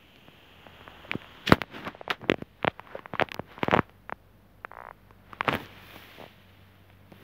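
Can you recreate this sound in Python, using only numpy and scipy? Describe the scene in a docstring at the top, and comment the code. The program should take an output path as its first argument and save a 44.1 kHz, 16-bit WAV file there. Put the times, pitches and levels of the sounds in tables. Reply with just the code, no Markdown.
"""Shuffling through a workshop

Someone shuffles over gritty concrete with a phone in the hand. Grit and the gripped case click, knock
and creak right at the microphone, each slip ringing a few damped resonances. Soles and fingers scuff
in between, and cloth rushes over the case as the phone is lifted at the start. Underneath sit a steady
room tone, a thin hiss and the faint hum of a far-off machine."""
import sys
import numpy as np
from scipy import signal
from scipy.fft import rfft, irfft
from scipy.io import wavfile
from scipy.ndimage import uniform_filter1d

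SR = 44100
rng = np.random.default_rng(int(sys.argv[2]) if len(sys.argv) > 2 else 0)


def materialize(psi):
    """Save the field psi as 16-bit PCM at rate SR to the path in sys.argv[1].

    A 1-D psi becomes a single channel; in a 2-D psi each row is a channel.
    """
    bounded = np.clip(np.atleast_2d(psi).T, -1, 1)
    quanta = np.round(bounded * 32767).astype(np.int16)
    wavfile.write(sys.argv[1], SR, quanta)


N = 318825

# colour of the room tone: frequency_hz, relative_db
ROOM_SPECTRUM = [(25, -31), (42, -4.5), (75, -2.5), (145, -4), (195, -3), (361, -16.5), (487, -9.5),
                 (1300, -20.5), (4090, -31), (7600, -42.5), (10000, -41), (13000, -79)]
# drift of the distant motor: time_s, second_harmonic_hz, upper_harmonics_db, fundamental_db
MOTOR_DRIFT = [(0, 86.7, -79, -88), (.9, 82.5, -59.5, -67), (1.6, 87, -66.5, -69), (2.3, 95.8, -70, -69),
               (3.9, 96.8, -62.5, -64), (4.8, 96.14, -67.5, -64), (5.5, 97.8, -58, -63.5),
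               (5.9, 95.6, -60, -66), (6.3, 96.4, -65.5, -71.5), (6.5, 95.5, -59.5, -78),
               (7.23, 95.3, -57, -69)]
# the motor's upper harmonics: multiple_of_second_harmonic, relative_db
MOTOR_HARMONICS = [(1, 0.5), (1.5, -16), (2, -8), (3, -19.5)]
# cloth sliding on the case: time_s, centre_hz, level_db
CLOTH_SWEEP = [(0, 2850, -62.5), (1.1, 2963, -57.5), (1.46, 3145, -58), (1.6, 3230, -99)]
# noise layers, a row each for scrape, rumble, grit, hiss: low_hz, high_hz, grains_per_s, scatter_db
NOISE_LAYERS = [(360, 1870, 300, 6), (97, 381, 55, -1), (1590, 3524, 380, 9.5), (10900, 17500, 650, -3.5)]
# bed of hand and clothes rubbing, plus a faint treble hiss that dips after the loudest knock:
# time_s, scrape_db, rumble_db, grit_db, hiss_db
NOISE_BED = [(0.0, -64.5, -59, -61.5, -71.5), (0.9, -50, -58, -59.5, -70), (1.45, -50, -56.5, -54.5, -69),
             (1.66, -60, -60, -58.5, -79), (2.06, -57, -72, -58.5, -90), (2.2, -67.5, -61, -66, -74.5),
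             (2.75, -68.5, -70, -66, -74), (3.1, -57, -62, -66.5, -71.5), (3.9, -66.5, -65, -75, -71.5),
             (4.12, -68.5, -67.5, -74.5, -73), (4.58, -66.5, -63, -75, -73),
             (4.89, -63.5, -65.5, -72.5, -72), (5.25, -62, -67, -72.5, -73), (5.6, -50, -53, -52, -69),
             (6.22, -57, -65, -50.5, -65.5), (6.36, -61.5, -64.5, -58, -70), (7.05, -63, -65.5, -68, -72),
             (7.23, -55.5, -49, -55, -63.5)]
# scuffs of soles and fingers: peak_s, rise_s, fall_s, scrape_db, rumble_db, grit_db, hiss_db
SCUFF_SWELLS = [(1.145, 0.093, 0.049, -46.5, -40.5, -52, -73), (1.476, .013, 0.036, -39, -36, -20.5, -47.5),
                (1.533, 0.055, .035, -26.5, -25.5, -34.5, -48.5),
                (1.625, 0.055, 0.035, -52, -45.5, -52.5, -67), (1.754, .06, 0.22, -40, -39, -44, -63.5),
                (1.877, 0.041, 0.029, -29.5, -32, -43, -78), (2.109, 0.012, 0.043, -26.5, -38, -34, -57),
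                (2.236, 0.0449, 0.092, -49.5, -38, -74, -88), (2.306, 0.035, .03, -49.5, -50, -59, -79),
                (2.41, 0.094, 0.05, -54.5, -50.5, -60, -74), (2.63, 0.082, .1, -53.5, -61, -66, -73.5),
                (2.706, 0.11, 0.022, -47.5, -71, -52.5, -82), (2.957, 0.22, .1, -43, -53, -58.5, -80),
                (3.143, 0.023, .07, -47.5, -47, -51.5, -76), (3.211, .026, 0.051, -33, -44, -43, -76),
                (3.43, 0.29, 0.072, -64, -52, -81, -80), (3.51, 0.0684, 0.45, -48.5, -57.5, -55, -80),
                (3.64, .035, 0.053, -34.5, -63, -45, -66), (3.706, 0.089, .1, -37, -58, -48.5, -68),
                (3.749, 0.044, 0.053, -32, -27, -62, -77), (3.781, .1, 0.068, -37, -58, -51, -71),
                (5.335, 0.12, 0.18, -52.5, -59, -58, -80), (5.484, 0.035, 0.13, -28.5, -39, -39, -74),
                (5.534, 0.054, .06, -30, -25.5, -37.5, -56),
                (5.631, 0.233, 0.059, -53.5, -43.5, -48.5, -57.5), (5.962, .35, 0.36, -51, -55.5, -52, -57),
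                (6.219, 0.22, 0.074, -54, -52.5, -52, -70.5)]
# clicks of grit and case: time_s, ring_db, ring_hz, ring_q, thump_db, snap_db, crack_db, tick_db
CLICK_HITS = [(0.16, -72, 985, 0.7, -54, -36, -45, -55), (0.2837, -39, 674.0, 0.63, -39.5, -42, -70, -59),
              (0.6668, -33, 710, 0.8, -38, -37, -69, -64), (0.8101, -36, 870, 1, -40.5, -43, -67, -54),
              (0.8782, -27, 990.0, 0.36, -38, -36, -62, -52), (1.0496, -38, 585, 5.2, -62, -37, -58.5, -56),
              (1.1146, -15, 2330, 3.2, -30.5, -14, -28.5, -33.5),
              (1.1373, -24, 925, 0.76, -31, -28, -52, -54),
              (1.1528, -57.0, 537.0, 0.38, -18, -46.5, -51, -42),
              (1.219, -37.5, 1080.0, 0.69, -59.0, -29, -50, -55),
              (1.245, -36, 1010.0, 1.5, -58, -35, -61, -54),
              (1.4946, -25.5, 710.0, 0.43, -16.5, -28, -35, -32.5), (1.522, 5, 940, 0.34, 0, 1, -24, -15.5),
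              (1.5298, -29.5, 655.0, 2, -29.5, -12.5, -32.5, -20),
              (1.567, -37, 700.0, 0.97, -32, -47, -52, -53.5),
              (1.5835, -33.0, 700.0, 0.93, -31, -40, -65, -56),
              (1.617, -16.5, 960, 0.49, -26.5, -11.5, -20, -28),
              (1.637, -31.5, 720.0, 0.89, -40, -38, -68, -64), (1.849, -45, 535, 1.6, -43, -22, -51, -36),
              (1.8766, -50, 1070.0, 0.85, -39, -21, -33, -35), (1.9497, -32, 620, 1.5, -45, -43, -60, -68),
              (2.0128, -25, 660, 1.8, -44.0, -35, -61, -65),
              (2.0794, -21, 645.0, 0.99, -37.0, -30.0, -46, -63),
              (2.0955, -34, 790, 1.1, -39, -36, -54, -60), (2.103, -31, 1430, 4.4, -40, -6.5, -18.5, -29),
              (2.108, -15.5, 1250, 1.6, -31, -9, -26, -31), (2.215, -37, 700.0, 1.1, -49.0, -39, -50, -61),
              (2.242, -28.5, 790, 0.81, -41.5, -42, -75, -68),
              (2.2865, -31, 700.0, 0.88, -49, -42, -60, -49),
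              (2.2975, -8.5, 338, 0.65, -28, -1.5, -35, -31),
              (2.3183, -11.5, 341, 0.72, -43, -7.5, -29, -44),
              (2.3417, -22.5, 686, 1.4, -23, -22.5, -37, -46),
              (2.384, -45.0, 600.0, 0.41, -32, -43, -54, -52),
              (2.4212, -31.5, 612, 0.36, -22.0, -33, -44, -42.5),
              (2.629, -31, 1220, 1.9, -43, -21.5, -50, -53),
              (2.6462, -11.5, 699.0, 0.6, -14.5, -11, -40, -48),
              (2.672, -18, 1070.0, 1.3, -23, -12, -44, -47), (2.6782, -6, 734, 1.35, -15, -6.5, -41, -51),
              (2.7957, -25.5, 970, 2.3, -43, -27.5, -45, -45),
              (2.8721, -40, 1090, 5.9, -52, -37.0, -55.5, -50),
              (2.9526, -24, 544, 4.1, -36, -45, -60.5, -56),
              (2.992, -30.5, 1090, 4.1, -37, -29.5, -48, -52),
              (3.0584, -24.5, 1070, 0.91, -45, -32, -61.5, -59),
              (3.136, -21.5, 680, 0.49, -23, -27, -62, -55),
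              (3.1536, -23.0, 1080.0, 3.6, -42, -25.5, -53, -53),
              (3.1966, -10, 1190, 0.78, -27, -7, -47, -52),
              (3.211, -13.5, 704, 2.4, -22.5, -10.5, -48.5, -52),
              (3.2142, -23, 760.0, 0.85, -24.5, -35.0, -63, -54),
              (3.2219, -8.5, 724, 1.35, -15, -10, -23, -27),
              (3.2353, -28, 890.0, 1.3, -31.5, -39.5, -62.5, -59),
              (3.2872, -38.5, 785.0, 3.4, -45, -23.5, -42, -42),
              (3.3176, -33.5, 1110, 5.4, -38, -14.5, -28, -33),
              (3.3443, -28.5, 880, 2.5, -35, -21, -21.5, -28),
              (3.364, -32, 1074, 1.7, -41, -50.0, -67, -57), (3.378, -46, 1200.0, 1.1, -50, -43, -64, -58),
              (3.3945, -18.5, 625, 0.85, -20, -27.5, -47, -61),
              (3.58, -30, 1010.0, 2.3, -36.5, -47.0, -68, -57),
              (3.5903, -38, 1000.0, 1.6, -58.5, -30, -47, -60),
              (3.6317, -13, 980, 2.3, -13.5, -9.5, -30.5, -32),
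              (3.645, -35.0, 1110.0, 2.2, -46, -24, -33, -38), (3.6827, -14, 760, 0.7, -14, -20, -42, -50),
              (3.7135, -14, 1080.0, 0.62, -43, -11, -27.5, -49),
              (3.7273, -13, 790.0, 0.67, -14, -20.5, -58, -48.5),
              (3.7386, -5.5, 685, 0.8, -15, -5.5, -41, -41), (3.7467, -6, 690, 0.97, -28, -9.5, -42, -31),
              (3.765, -14.5, 805.0, 0.76, -13, -17, -41, -44), (3.7734, -13, 820, 0.98, -27, -14, -45, -45),
              (3.791, -6.5, 1080, 1.3, -9.5, -14.5, -34, -37),
              (3.8952, -40, 817, 1.4, -50, -36.5, -50, -57),
              (4.0957, -21.0, 1040.0, 0.5, -48, -28.5, -57, -56),
              (4.1243, -17.5, 898, 0.74, -28, -28.5, -49, -53),
              (4.6485, -18, 1250, 1, -39, -39, -52.5, -58.5),
              (5.1079, -39.5, 1066, 3, -43.5, -41, -52, -59),
              (5.3317, -29, 1182, 4.5, -37.5, -31.5, -42, -44),
              (5.4086, -10.5, 1110, 2, -30, -11, -25.5, -38),
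              (5.4298, -37.0, 1002, 1.2, -42.0, -31, -51, -50),
              (5.449, -34, 550.0, 1.1, -41.0, -25.5, -44, -42),
              (5.48, -10.5, 770.0, 0.77, -18, -14, -36, -32.5),
              (5.4878, -11.5, 1200, 3, -18.5, -6.5, -24.5, -30),
              (5.494, -20, 875.0, 0.61, -24, -18.5, -42, -38), (5.5275, -16, 750, 0.9, -29, -11, -32, -36),
              (5.5396, -20, 960.0, 0.72, -35, -15.5, -38, -25),
              (5.5515, -17.5, 730, 0.35, -20, -13, -37, -22), (5.659, -44, 960.0, 0.7, -42, -39, -36, -53),
              (5.96, -36, 780.0, 1.2, -36, -55, -41.5, -51), (6.184, -41, 640, 1.3, -39, -54, -66, -60),
              (6.201, -33.5, 596.0, 1.12, -39, -48, -64, -53),
              (6.2123, -34, 670.0, 1.4, -35, -50.0, -55, -50),
              (6.2236, -34, 790.0, 1.85, -42, -52, -60, -52), (6.239, -32, 630, 1.3, -37.5, -55, -57, -49),
              (6.263, -36.5, 636.0, 1.6, -40, -53, -62, -56),
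              (6.9009, -46, 716.0, 1.5, -62.5, -39.5, -63.5, -54.5),
              (7.119, -45, 730.0, 0.78, -36, -39, -45, -50), (7.1245, -39.5, 620.0, 1, -38, -60, -68, -61)]
# slips in one slow creak of the case: time_s, peak_db
CREAK_SLIPS = [(4.7156, -28), (4.7355, -31), (4.7522, -33), (4.7699, -27), (4.788, -26.5), (4.804, -27),
               (4.8196, -28), (4.8372, -32), (4.851, -28), (4.8689, -27), (4.8873, -26.5), (4.9099, -26.5)]

PING_SAMPLES, LEAD_SAMPLES = 1600, 300  # length of one ping, and of its run-up


def undb(db):
    """Decibels to amplitude."""
    return 10 ** (np.asarray(db) / 20)


def level(x, db):
    """Set the RMS level."""
    return x * undb(db) / np.sqrt(np.mean(x ** 2))


def band(x, lo_hz, hi_hz, order=2):
    """Band-pass filter."""
    sos = signal.butter(order, [lo_hz, min(hi_hz, .45 * SR)], "bandpass", fs=SR, output="sos")
    return signal.sosfilt(sos, x)


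def curves(table):
    """One automation curve for each column after the time."""
    times, *columns = np.transpose(table)
    return [np.interp(np.arange(N) / SR, times, column) for column in columns]


def wobble(rate_hz):
    """Slewed random steps, never beyond 2 either way."""
    step = (np.arange(N) * min(rate_hz, 1000) / SR).astype(int)
    held = rng.standard_normal(N // 32)[step]
    return 2 * np.tanh(.7 * uniform_filter1d(held, int(SR / rate_hz)))


def ping(hz, q, lag_s=0, rise=.15):
    """A damped resonance with peak 1: it swells over about `rise` cycles and rings longer at higher q."""
    cycles = hz * ((np.arange(PING_SAMPLES) - LEAD_SAMPLES) / SR - lag_s)
    envelope = np.where(cycles < 0, np.exp(-(cycles / rise) ** 2), 1 / np.cosh(np.pi * cycles / q))
    wave = envelope * np.sin(2 * np.pi * cycles)
    return wave / np.abs(wave).max()


def room_tone(level_db=-61):
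    """The air of the workshop: steady, dark noise."""
    bins_hz = np.maximum(np.arange(N // 2 + 1) * SR / N, 1)
    hz, db = np.transpose(ROOM_SPECTRUM)
    colour = undb(np.interp(np.log(bins_hz), np.log(hz), db, left=-80, right=-80))
    return level(irfft(rfft(rng.standard_normal(N)) * colour, N), level_db)


def motor_hum():
    """A distant motor picks up a little speed; its harmonics waver in level."""
    hz, upper_db, fundamental_db = curves(MOTOR_DRIFT)
    phase = 2 * np.pi * np.cumsum(hz * (1 + .0059 * wobble(.99))) / SR
    upper = sum(undb(upper_db + db + 1.2 * wobble(2.8)) * np.sin(multiple * phase)
                for multiple, db in MOTOR_HARMONICS)
    fundamental = undb(fundamental_db + 1.2 * wobble(1.3)) * np.sin(phase / 2)
    return np.sqrt(2) * (upper + fundamental)


def cloth_rush(half_width_hz=410, sheen_hz=6600):
    """Cloth slides on the case: a narrow band of noise creeps upward, with a faint sheen above."""
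    centre_hz, db = curves(CLOTH_SWEEP)
    lowpass = signal.butter(3, half_width_hz, fs=SR, output="sos")
    slow = signal.sosfilt(lowpass, rng.standard_normal((2, N)))
    carrier = np.exp(2j * np.pi * np.cumsum(centre_hz) / SR)
    rush = level(((slow[0] + 1j * slow[1]) * carrier).real, 0)
    sheen = level(band(rng.standard_normal(N), .92 * sheen_hz, 1.09 * sheen_hz), db=-22.5)
    return undb(db) * (rush + sheen)


def layer_envelopes(swell_db=20, roundness=1.21):
    """Level in dB of each noise layer: the bed of rubbing and hiss plus every scuff's swell and fade."""
    t = np.arange(N) / SR
    power = undb(curves(NOISE_BED)) ** 2
    for peak_s, rise_s, fall_s, *peak_db in SCUFF_SWELLS:
        near = slice(max(int((peak_s - 2 * rise_s) * SR), 0), int((peak_s + 2 * fall_s) * SR))
        from_peak = np.maximum((peak_s - t[near]) / rise_s, (t[near] - peak_s) / fall_s)
        power[:, near] += undb(np.array(peak_db)[:, None] - swell_db * from_peak ** roundness) ** 2
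    return 10 * np.log10(power)


def scuffs(crunches_per_s=500):
    """Friction over a faint hiss: smooth when light, crunchy under pressure, with stick-slip stutter."""
    stutter = wobble(45)
    layers_db = layer_envelopes()
    scrape_db, _, grit_db, hiss_db = layers_db
    pressure = np.clip((scrape_db + 60) / 55, .15, .9)
    crushed = rng.random(N) < crunches_per_s / SR
    crunch = level(crushed * rng.standard_normal(N) * rng.exponential(size=N), 0)
    body = np.zeros(N)
    for db, (lo_hz, hi_hz, grains_per_s, scatter_db) in zip(layers_db, NOISE_LAYERS):
        rub = np.sqrt(1 - .25 * pressure) * rng.standard_normal(N) + np.sqrt(.4 * pressure) * crunch
        grains = rub * undb(pressure * scatter_db * (wobble(grains_per_s) + .16 * stutter))
        body += undb(db) * level(band(grains, lo_hz, hi_hz, order=3), -3.2)
    # dust sits between grit and hiss, sizzle brightens strong hiss, rasp tops the hard scrapes
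    dust = level(band(rng.standard_normal(N), 3500, 6000), 2.5) * undb(.82 * grit_db + .5 * hiss_db)
    sizzle = level(band(rng.standard_normal(N), 13800, 16000), 21) * undb(1.5 * hiss_db)
    rasp = level(band(rng.standard_normal(N), 4100, 10500), .3)
    rasp *= undb(.52 * scrape_db + .573 * grit_db + .47 * hiss_db)
    return body + dust + sizzle + rasp


def clicks(bounce=.2, rattle_t60_s=.014, tick_decay_s=.00047):
    """Each slip rings the case, snaps and cracks high, bounces once, thumps the diaphragm and rattles."""
    case, cracks, ticks = np.zeros((3, N + PING_SAMPLES))
    t = np.maximum(np.arange(PING_SAMPLES) - LEAD_SAMPLES, 0) / SR
    rattle_fade = (t > 0) * undb(-7) * 1000 ** (-t / rattle_t60_s)
    tick_fade = (t > 0) * undb(-3) * np.exp(-t / tick_decay_s)
    chances = rng.random((len(CLICK_HITS), 3))
    noises = rng.standard_normal((len(CLICK_HITS), 2, PING_SAMPLES))
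    for row, (tuning, rebound, gap), (tick_noise, rattle_noise) in zip(CLICK_HITS, chances, noises):
        time_s, ring_db, ring_hz, ring_q, thump_db, snap_db, crack_db, tick_db = row
        q = max(ring_q, .4)
        ring = undb(ring_db) * (ping(ring_hz, q, rise=.28) + .1 * ping(ring_hz, 4.4 * q, rise=.27))
        # a snap that stands out over the ring is higher
        snap_hz = 2120 * 2 ** (.018 * np.clip(snap_db - ring_db, -12, 16))
        snap = undb(snap_db) * (ping(snap_hz, q=.84, rise=.14) + .15 * ping(snap_hz, q=3.2, rise=.31))
        hit = ring + band(snap, .4 * snap_hz, 1.72 * snap_hz)
        bounce_s = .00056 + .0011 * gap
        hit += bounce * np.tanh(3 * (2 * rebound - 1)) * np.roll(hit, int(bounce_s * SR))
        # a thump that stands out over the snap is deeper
        thump_hz = 216 * 2 ** (-.012 * np.clip(thump_db - snap_db, -5, 20)) * (.84 + .19 * tuning)
        thump = undb(thump_db) * ping(thump_hz, q=.34, lag_s=.0017, rise=.24)
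        rattle = undb(ring_db) * band(rattle_noise, 1.1 * ring_hz, 2 * ring_hz)
        rattle += .63 * undb(snap_db) * band(rattle_noise, .44 * snap_hz, 1.3 * snap_hz)
        start = int(time_s * SR) - LEAD_SAMPLES
        span = slice(start, start + PING_SAMPLES)
        case[span] += hit + thump + rattle * rattle_fade
        cracks[span] += undb(crack_db) * ping(hz=4340 * (.77 + .25 * tuning), q=1.7, rise=.3)
        ticks[span] += undb(tick_db) * tick_noise * tick_fade
    # the case passes little above its top resonance; only cracks and ticks reach the mic by air
    through_case = band(band(case, 77, 3800, order=4), 30, 4300, order=3)
    through_air = band(cracks, 3000, 7200) + band(ticks, 9300, 16000)
    return (through_case + through_air)[:N]


def case_creak():
    """Uneven slips ring the same seam of the case, so all sound alike."""
    times_s, peak_db = np.transpose(CREAK_SLIPS)
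    slips = np.zeros(N)
    slips[(times_s * SR).astype(int) - LEAD_SAMPLES] = -undb(peak_db)
    seam = ping(hz=890, q=.64, rise=.35) + .4 * ping(hz=2000, q=4) + .1 * ping(hz=1000, q=8)
    seam = band(band(seam, 360, 2600), 380, 2070)
    return signal.fftconvolve(slips, seam / np.abs(seam).max())[:N]


def scene():
    """Close handling and footwork over the quiet workshop, in mono."""
    return (clicks() + case_creak() + scuffs() + cloth_rush() + motor_hum() + room_tone())[None]


def record(dry, ceiling=.89, top_hz=15710, dc_offset=-.0005):
    """The phone flattens only the loudest peak, cuts the top and adds its converter's tiny offset."""
    limited = dry / (1 + np.abs(dry / ceiling) ** 8) ** (1 / 8)
    high_cut = signal.ellip(14, .3, 75, top_hz, fs=SR, output="sos")
    return signal.sosfilt(high_cut, limited) + dc_offset


dry = scene()
out = record(dry)
materialize(out)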